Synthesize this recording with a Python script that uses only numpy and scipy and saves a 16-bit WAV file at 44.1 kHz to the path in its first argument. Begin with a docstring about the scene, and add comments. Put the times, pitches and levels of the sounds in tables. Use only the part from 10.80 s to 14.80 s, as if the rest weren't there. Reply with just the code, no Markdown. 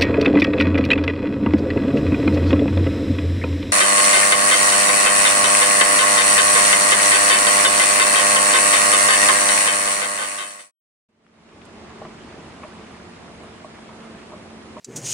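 """Beside a hot-spring terrace

Open air fades in: soft wind in the trees and a thin wash of trickling water. The wind is shaped
noise; the water is a crowd of tiny splashes and a fine fizz. A far engine hums underneath, its tones
set by its turning shaft. Small gritty ticks come from close by, and a few dull knocks, like steps on
a boardwalk, stand out as blows set wooden planks ringing."""
import sys
import numpy as np
from scipy import signal
from scipy.fft import rfft, irfft
from scipy.io import wavfile
from scipy.ndimage import uniform_filter1d

SR = 44100
rng = np.random.default_rng(int(sys.argv[2]) if len(sys.argv) > 2 else 0)


def file_out(sig):
    """Save sig as 16-bit WAV at sys.argv[1]."""
    # one column per channel
    cols = np.atleast_2d(sig).T
    # limit, then scale
    lim = np.clip(cols, -1, 1)
    pcm = np.round(lim * 32767).astype(np.int16)
    wavfile.write(sys.argv[1], SR, pcm)


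N = 176400  # 4 seconds

# The fade-in. Each row: time in seconds, gain in dB.
FADE_IN = [(.283, -30), (.37, -24), (.47, -18), (.62, -11), (.77, -5.5), (.92, -2.5), (1.07, -0.5),
           (4, -0.5)]
# The airy rush that both sides share. Each row: frequency in Hz, relative level in dB.
AIR_SHARED = [(15, -49), (25, -18), (77, -8), (145, -5.5), (168, -4.5), (196, -2.5), (223, -4), (280, -4),
              (352, -5.5), (454, -7.5), (516, -10.5), (616, -10), (736, -10.5), (1190, -12.5),
              (1500, -17.5), (2250, -18.5), (4710, -29.5), (9610, -36), (10900, -48.5), (14200, -80),
              (22000, -120)]
# The airy rush that differs between the sides. Each row: frequency in Hz, relative level in dB.
AIR_SIDE = [(15, -53), (25, -10), (81, -10), (223, -3), (443, -2), (1080, -4.5), (4960, -14), (7840, -22),
            (9130, -40), (10900, -64), (14200, -72), (22000, -120)]
# Which way the air leans. 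Each row: frequency in Hz, left minus right in dB.
AIR_LEAN = [(60, -2), (140, 0), (340, -1.0), (790, -1.5), (1870, -3), (4430, 0), (10500, 0.0)]
# The slow swell of the breeze. Each row: time in seconds, gain in dB.
BREEZE_SWELL = [(0, 0), (1.1, 1), (1.5, 2), (2, 1.5), (2.7, 0), (3.25, 1), (3.7, -0.5), (4, 0)]
# The low rush of wind. Each row: time in seconds, level in dB.
GUST_LEVEL = [(.3, -57), (1.1, -50.5), (1.25, -54), (1.36, -58), (1.52, -44), (1.75, -66), (2.7, -68),
              (3.2, -59), (3.5, -48.5), (3.7, -52.5), (4, -46)]
# The fine spray. Each row: time in seconds, level in dB.
SPRAY_LEVEL = [(.3, -66), (.78, -73), (.95, -80), (1.1, -82), (1.7, -69.5), (2.6, -67), (3.2, -67),
               (3.6, -65), (4, -66)]
# The engine's weaker tones. Each row: multiple of the shaft's turning rate, level in dB.
ENGINE_TONES = [(2, -63), (4, -57.5), (8, -61), (10, -59.5), (15, -63)]
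# The engine's strongest tone. Each row: time in seconds, level in dB.
MAIN_TONE_LEVEL = [(.3, -46), (.65, -47.5), (1.0, -51), (1.3, -48), (1.58, -54), (1.8, -49), (2.2, -49.5),
                   (2.42, -54), (2.65, -50.5), (2.87, -56), (3.05, -48.5), (3.33, -46.5), (3.56, -53),
                   (3.8, -47.5), (4, -45)]
# Two faint drones. Each row: pitch in Hz, width in Hz, level in dB.
FAINT_DRONES = [(74.4, 7.1, -61.5), (602, 8.3, -62.5)]
# Small ticks nearby. Each row: start in seconds, level in dB, centre frequency in Hz,
# left minus right in dB, seconds to fade by 60 dB.
NEAR_TICKS = [(0.465, -25.5, 1600, 11, 0.0085), (.689, -39, 2000, 4, 0.025), (.815, -41.5, 1930, 10, 0.053),
              (0.852, -50.5, 8700, -30, 0.033), (2.019, -40, 1600, 4, 0.029), (2.039, -47, 2000, 4, 0.035),
              (2.067, -43.5, 1900, 4, 0.054), (2.097, -46, 2000, 2, 0.025), (2.2, -41.5, 1890, 0, .03),
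              (2.687, -38, 1500, -1, .025), (3.203, -42, 1900, 0, 0.027), (3.416, -43, 1800, -2, .03)]
# Knocks on wood. Each row: start in seconds, level in dB, treble limit in Hz, thud and scuff in dB
# relative to that level, seconds for the rattle to fade by 30 dB.
WOOD_KNOCKS = [(1.2163, -25, 1300, -8, -30, .06), (1.2505, -28.5, 2300, -1, -18, .05),
               (1.2565, -32, 1300, 1, -25, .03), (1.8335, -27.5, 3000, -13, -12, .055),
               (1.8378, -32, 2800, -4, -11, .045), (1.847, -34, 3000, -2, -11, .03),
               (2.634, -36, 2600, -3, -10, .03), (2.845, -27, 1400, -9, -26, .04),
               (2.986, -36, 2400, -8, -10, .02), (3.091, -32, 1900, -20, -22, .02),
               (3.5196, -31, 1500, -4, -22, .045), (3.5328, -30, 1300, -7, -25, .025),
               (3.9662, -28.5, 1500, -7, -22, .045), (3.982, -37, 2900, -12, -10, .04)]
# The notes a plank rings with. 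Each row: pitch in Hz, relative level in dB, seconds to fade by 60 dB.
PLANK_NOTES = [(413, -10, .045), (614, -2, .09), (720, 4, .018), (920, -5, .045), (1055, 1.5, .04),
               (1130, 4, .016), (1250, -5, .025), (1830, -5, .015), (2340, -3, .01), (2850, -7, .008)]
# The short rattle after a knock. Each row: frequency in Hz, relative level in dB.
RATTLE_SPECTRUM = [(100, -22), (300, 10), (650, 19), (1200, 6), (1550, -15), (2300, -1.5), (4000, -27),
                   (9000, -12)]


def amp(db):
    """Turns decibels into a gain."""
    return 10 ** (np.asarray(db) / 20)


def unit(x):
    """Scales a signal to an average (rms) level of 1."""
    return x / np.sqrt(np.mean(x ** 2) + 1e-20)


def at_hz(points, hz):
    """Reads a table at the given frequencies, on a log-frequency scale."""
    f, value = np.transpose(points)
    return np.interp(np.log(hz + 1), np.log(f + 1), value)


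def over_time(points):
    """Reads a table of times and values at every sample."""
    return np.interp(np.arange(N) / SR, *np.transpose(points))


def add(mix, start_s, sound):
    """Adds a stereo sound into the mix at its start time."""
    part = mix[:, round(start_s * SR):][:, :sound.shape[1]]
    part += sound[:, :part.shape[1]]


def panned(lean_db):
    """Left and right gains; a positive lean favours the left."""
    return amp(np.array([[.5], [-.5]]) * lean_db)


def noise(shape_db, size=N):
    """Noise of level 1, shaped by a function that gives dB for each frequency."""
    gains = amp(shape_db(np.fft.rfftfreq(size, 1 / SR)))
    return unit(irfft(rfft(rng.standard_normal(size)) * gains, size))


def noise_band(centre_hz, octave_db, size=N):
    """Noise that is strongest at its centre and octave_db weaker an octave away."""
    return noise(lambda f: -octave_db * np.log2((f + 1) / centre_hz) ** 2, size)


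def drift(rate_hz):
    """A slow random wander of level 1."""
    return noise(lambda f: -20 * np.log10(1 + (f / rate_hz) ** 2))


def patchy(x, patch_db, flicker_db):
    """Lets narrow patches and wide bands of frequencies come and go at random."""
    frames = signal.stft(x, nperseg=512, noverlap=384)[2].T
    narrow, wide = uniform_filter1d(rng.standard_normal((2,) + frames.shape), size=12, axis=1)
    patches = unit(uniform_filter1d(narrow, size=7, axis=1))
    flicker = unit(uniform_filter1d(wide, size=90, axis=1))
    frames = frames * amp(patch_db * patches + flicker_db * flicker)
    return signal.istft(frames.T, nperseg=512, noverlap=384)[1][:N]


def air(shared_db=-43.5, side_db=-48.5):
    """Wind and far water blend into one wide rush that swells with the breeze."""
    rush = patchy(noise(lambda f: at_hz(AIR_SHARED, f)), patch_db=1.2, flicker_db=.4)
    shared = amp(shared_db + over_time(BREEZE_SWELL)) * unit(rush)
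    side = amp(side_db) * noise(lambda f: at_hz(AIR_SIDE, f))
    lean = panned(at_hz(AIR_LEAN, np.fft.rfftfreq(N, 1 / SR)))
    return irfft(rfft(np.array([shared + side, shared - side])) * lean, N)


def gusts():
    """A soft, low rush of wind comes and goes."""
    return amp(over_time(GUST_LEVEL)) * noise_band(centre_hz=320, octave_db=20)


def trickle(low_hz=1200, high_hz=7000, pitches=28, drops_per_s=1100, cycles=5, level_db=-57.5):
    """Tiny splashes each ring for a few cycles and reach the right side first."""
    out, t = np.zeros((2, N)), np.arange(512) / SR
    for hz in np.geomspace(low_hz, high_hz, pitches):
        lands = rng.random(N) < drops_per_s / pitches / SR
        hits = lands * amp(4 * np.minimum(rng.exponential(1, N), 5))  # a few are up to 20 dB louder
        left_lag_s = .0001 * rng.uniform(.51, 3.05)
        age = np.maximum(t - np.array([[left_lag_s], [0]]), 0) * hz  # counted in cycles
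        drop = np.sin(2 * np.pi * age) * age * np.exp(-age * np.pi / cycles)
        drop *= amp(-3 * np.log2(hz / low_hz))  # 3 dB softer for each octave up
        out += signal.oaconvolve(hits[None], drop, axes=1)[:, :N]
    return amp(level_db) * unit(out)


def spray():
    """Fine spray makes a thin, uneven fizz straight ahead."""
    fizz = noise_band(centre_hz=8300, octave_db=22)
    return amp(over_time(SPRAY_LEVEL)) * unit(patchy(fizz, patch_db=2.5, flicker_db=2.5))


def engine(shaft_hz=44.55, main_multiple=5, speed_wander=.0018, waver_db=2):
    """A far engine idles; each of its tones wavers on the way through the air."""
    turns = np.cumsum(shaft_hz * (1 + speed_wander * drift(3.14))) / SR
    tones = [(multiple, db + waver_db * drift(4.0)) for multiple, db in ENGINE_TONES]
    tones.append((main_multiple, over_time(MAIN_TONE_LEVEL) + drift(2.2)))  # wavers by about 1 dB
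    hum = sum(amp(db) * np.sqrt(2) * np.sin(2 * np.pi * (multiple * turns + rng.random()))
              for multiple, db in tones)
    return hum * panned(lean_db=-1.5)


def drones():
    """Two narrow bands of noise hum faintly beside the engine."""
    return sum(amp(db) * noise(lambda f: -20 * np.log10(1 + ((f - hz) / width * 2) ** 4))
               for hz, width, db in FAINT_DRONES)


def ticks(rise_s=.0018):
    """Brief bursts of noise make gritty ticks close by."""
    out, t = np.zeros((2, N)), np.arange(4096) / SR
    for start_s, db, hz, lean_db, fade_s in NEAR_TICKS:
        grit = noise_band(hz, octave_db=9, size=len(t))
        loudness = np.minimum(t / rise_s, 1) * amp(db - 60 * t / fade_s)
        add(out, start_s, grit * loudness * panned(lean_db))
    return out


def plank_ring(t):
    """A struck plank rings with several short notes, tuned a little differently at each blow."""
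    return sum(amp(db - 60 * t / fade_s)
               * np.sin(2 * np.pi * (hz * rng.uniform(.99, 1.01) * t + rng.random()))
               for hz, db, fade_s in PLANK_NOTES)


def rattle(t, band, fade_s, level_db=-16.5, rise_s=.0018):
    """A knock leaves a short, noisy rattle, slightly different on each side."""
    bursts = [noise(lambda f: at_hz(RATTLE_SPECTRUM, f), len(t)) for _ in range(2)]
    shared, side = (unit(signal.sosfilt(band, burst)) for burst in bursts)
    loudness = np.minimum(t / rise_s, 1) * amp(level_db - 30 * t / fade_s)
    return (shared + .25 * np.array([side, -side])) * loudness


def knocks(rise_s=.0009, thud_hz=370, thud_fade_s=.016, scuff_fade_s=.03, echo_s=.0062, echo_db=-8):
    """Each blow rings the planks, thuds, scuffs and rattles, and echoes once off the ground."""
    out, t = np.zeros((2, N)), np.arange(8192) / SR
    rise = np.minimum(t / rise_s, 1)
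    scuff_band = signal.butter(4, [1600, 2900], "bandpass", fs=SR, output="sos")
    for start_s, db, top_hz, thud_db, scuff_db, rattle_s in WOOD_KNOCKS:
        # each knock has its own treble limit, so some sound dull and others crisp
        band = signal.butter(4, [205, top_hz], "bandpass", fs=SR, output="sos")
        planks = signal.sosfilt(band, rise * plank_ring(t))
        thud = rise * amp(thud_db - 60 * t / thud_fade_s) * np.sin(2 * np.pi * thud_hz * t)
        blow = planks / abs(planks).max() + thud
        grit = unit(signal.sosfilt(scuff_band, rng.standard_normal(len(t))))
        scuff = grit * amp(scuff_db - 60 * t / scuff_fade_s)
        add(out, start_s, amp(db) * (blow + rattle(t, band, rattle_s) + scuff))
        add(out, start_s + echo_s, amp(db + echo_db) * blow * panned(lean_db=-1))
    return out


def scene():
    """All the sounds play together."""
    return air() + gusts() + trickle() + spray() + engine() + drones() + knocks() + ticks()


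def record(dry, start_s=.286, cutoff_hz=11050):
    """The sound fades in after a moment of silence, and its highest treble is cut away."""
    switch_on = np.clip((np.arange(N) / SR - start_s) / .005, 0, 1)
    faded = dry * amp(over_time(FADE_IN)) * switch_on
    treble_cut = signal.firwin(511, cutoff_hz, window=("kaiser", 9), fs=SR)
    return signal.oaconvolve(faded, treble_cut[None], "same")


dry = scene()
out = record(dry)
file_out(out)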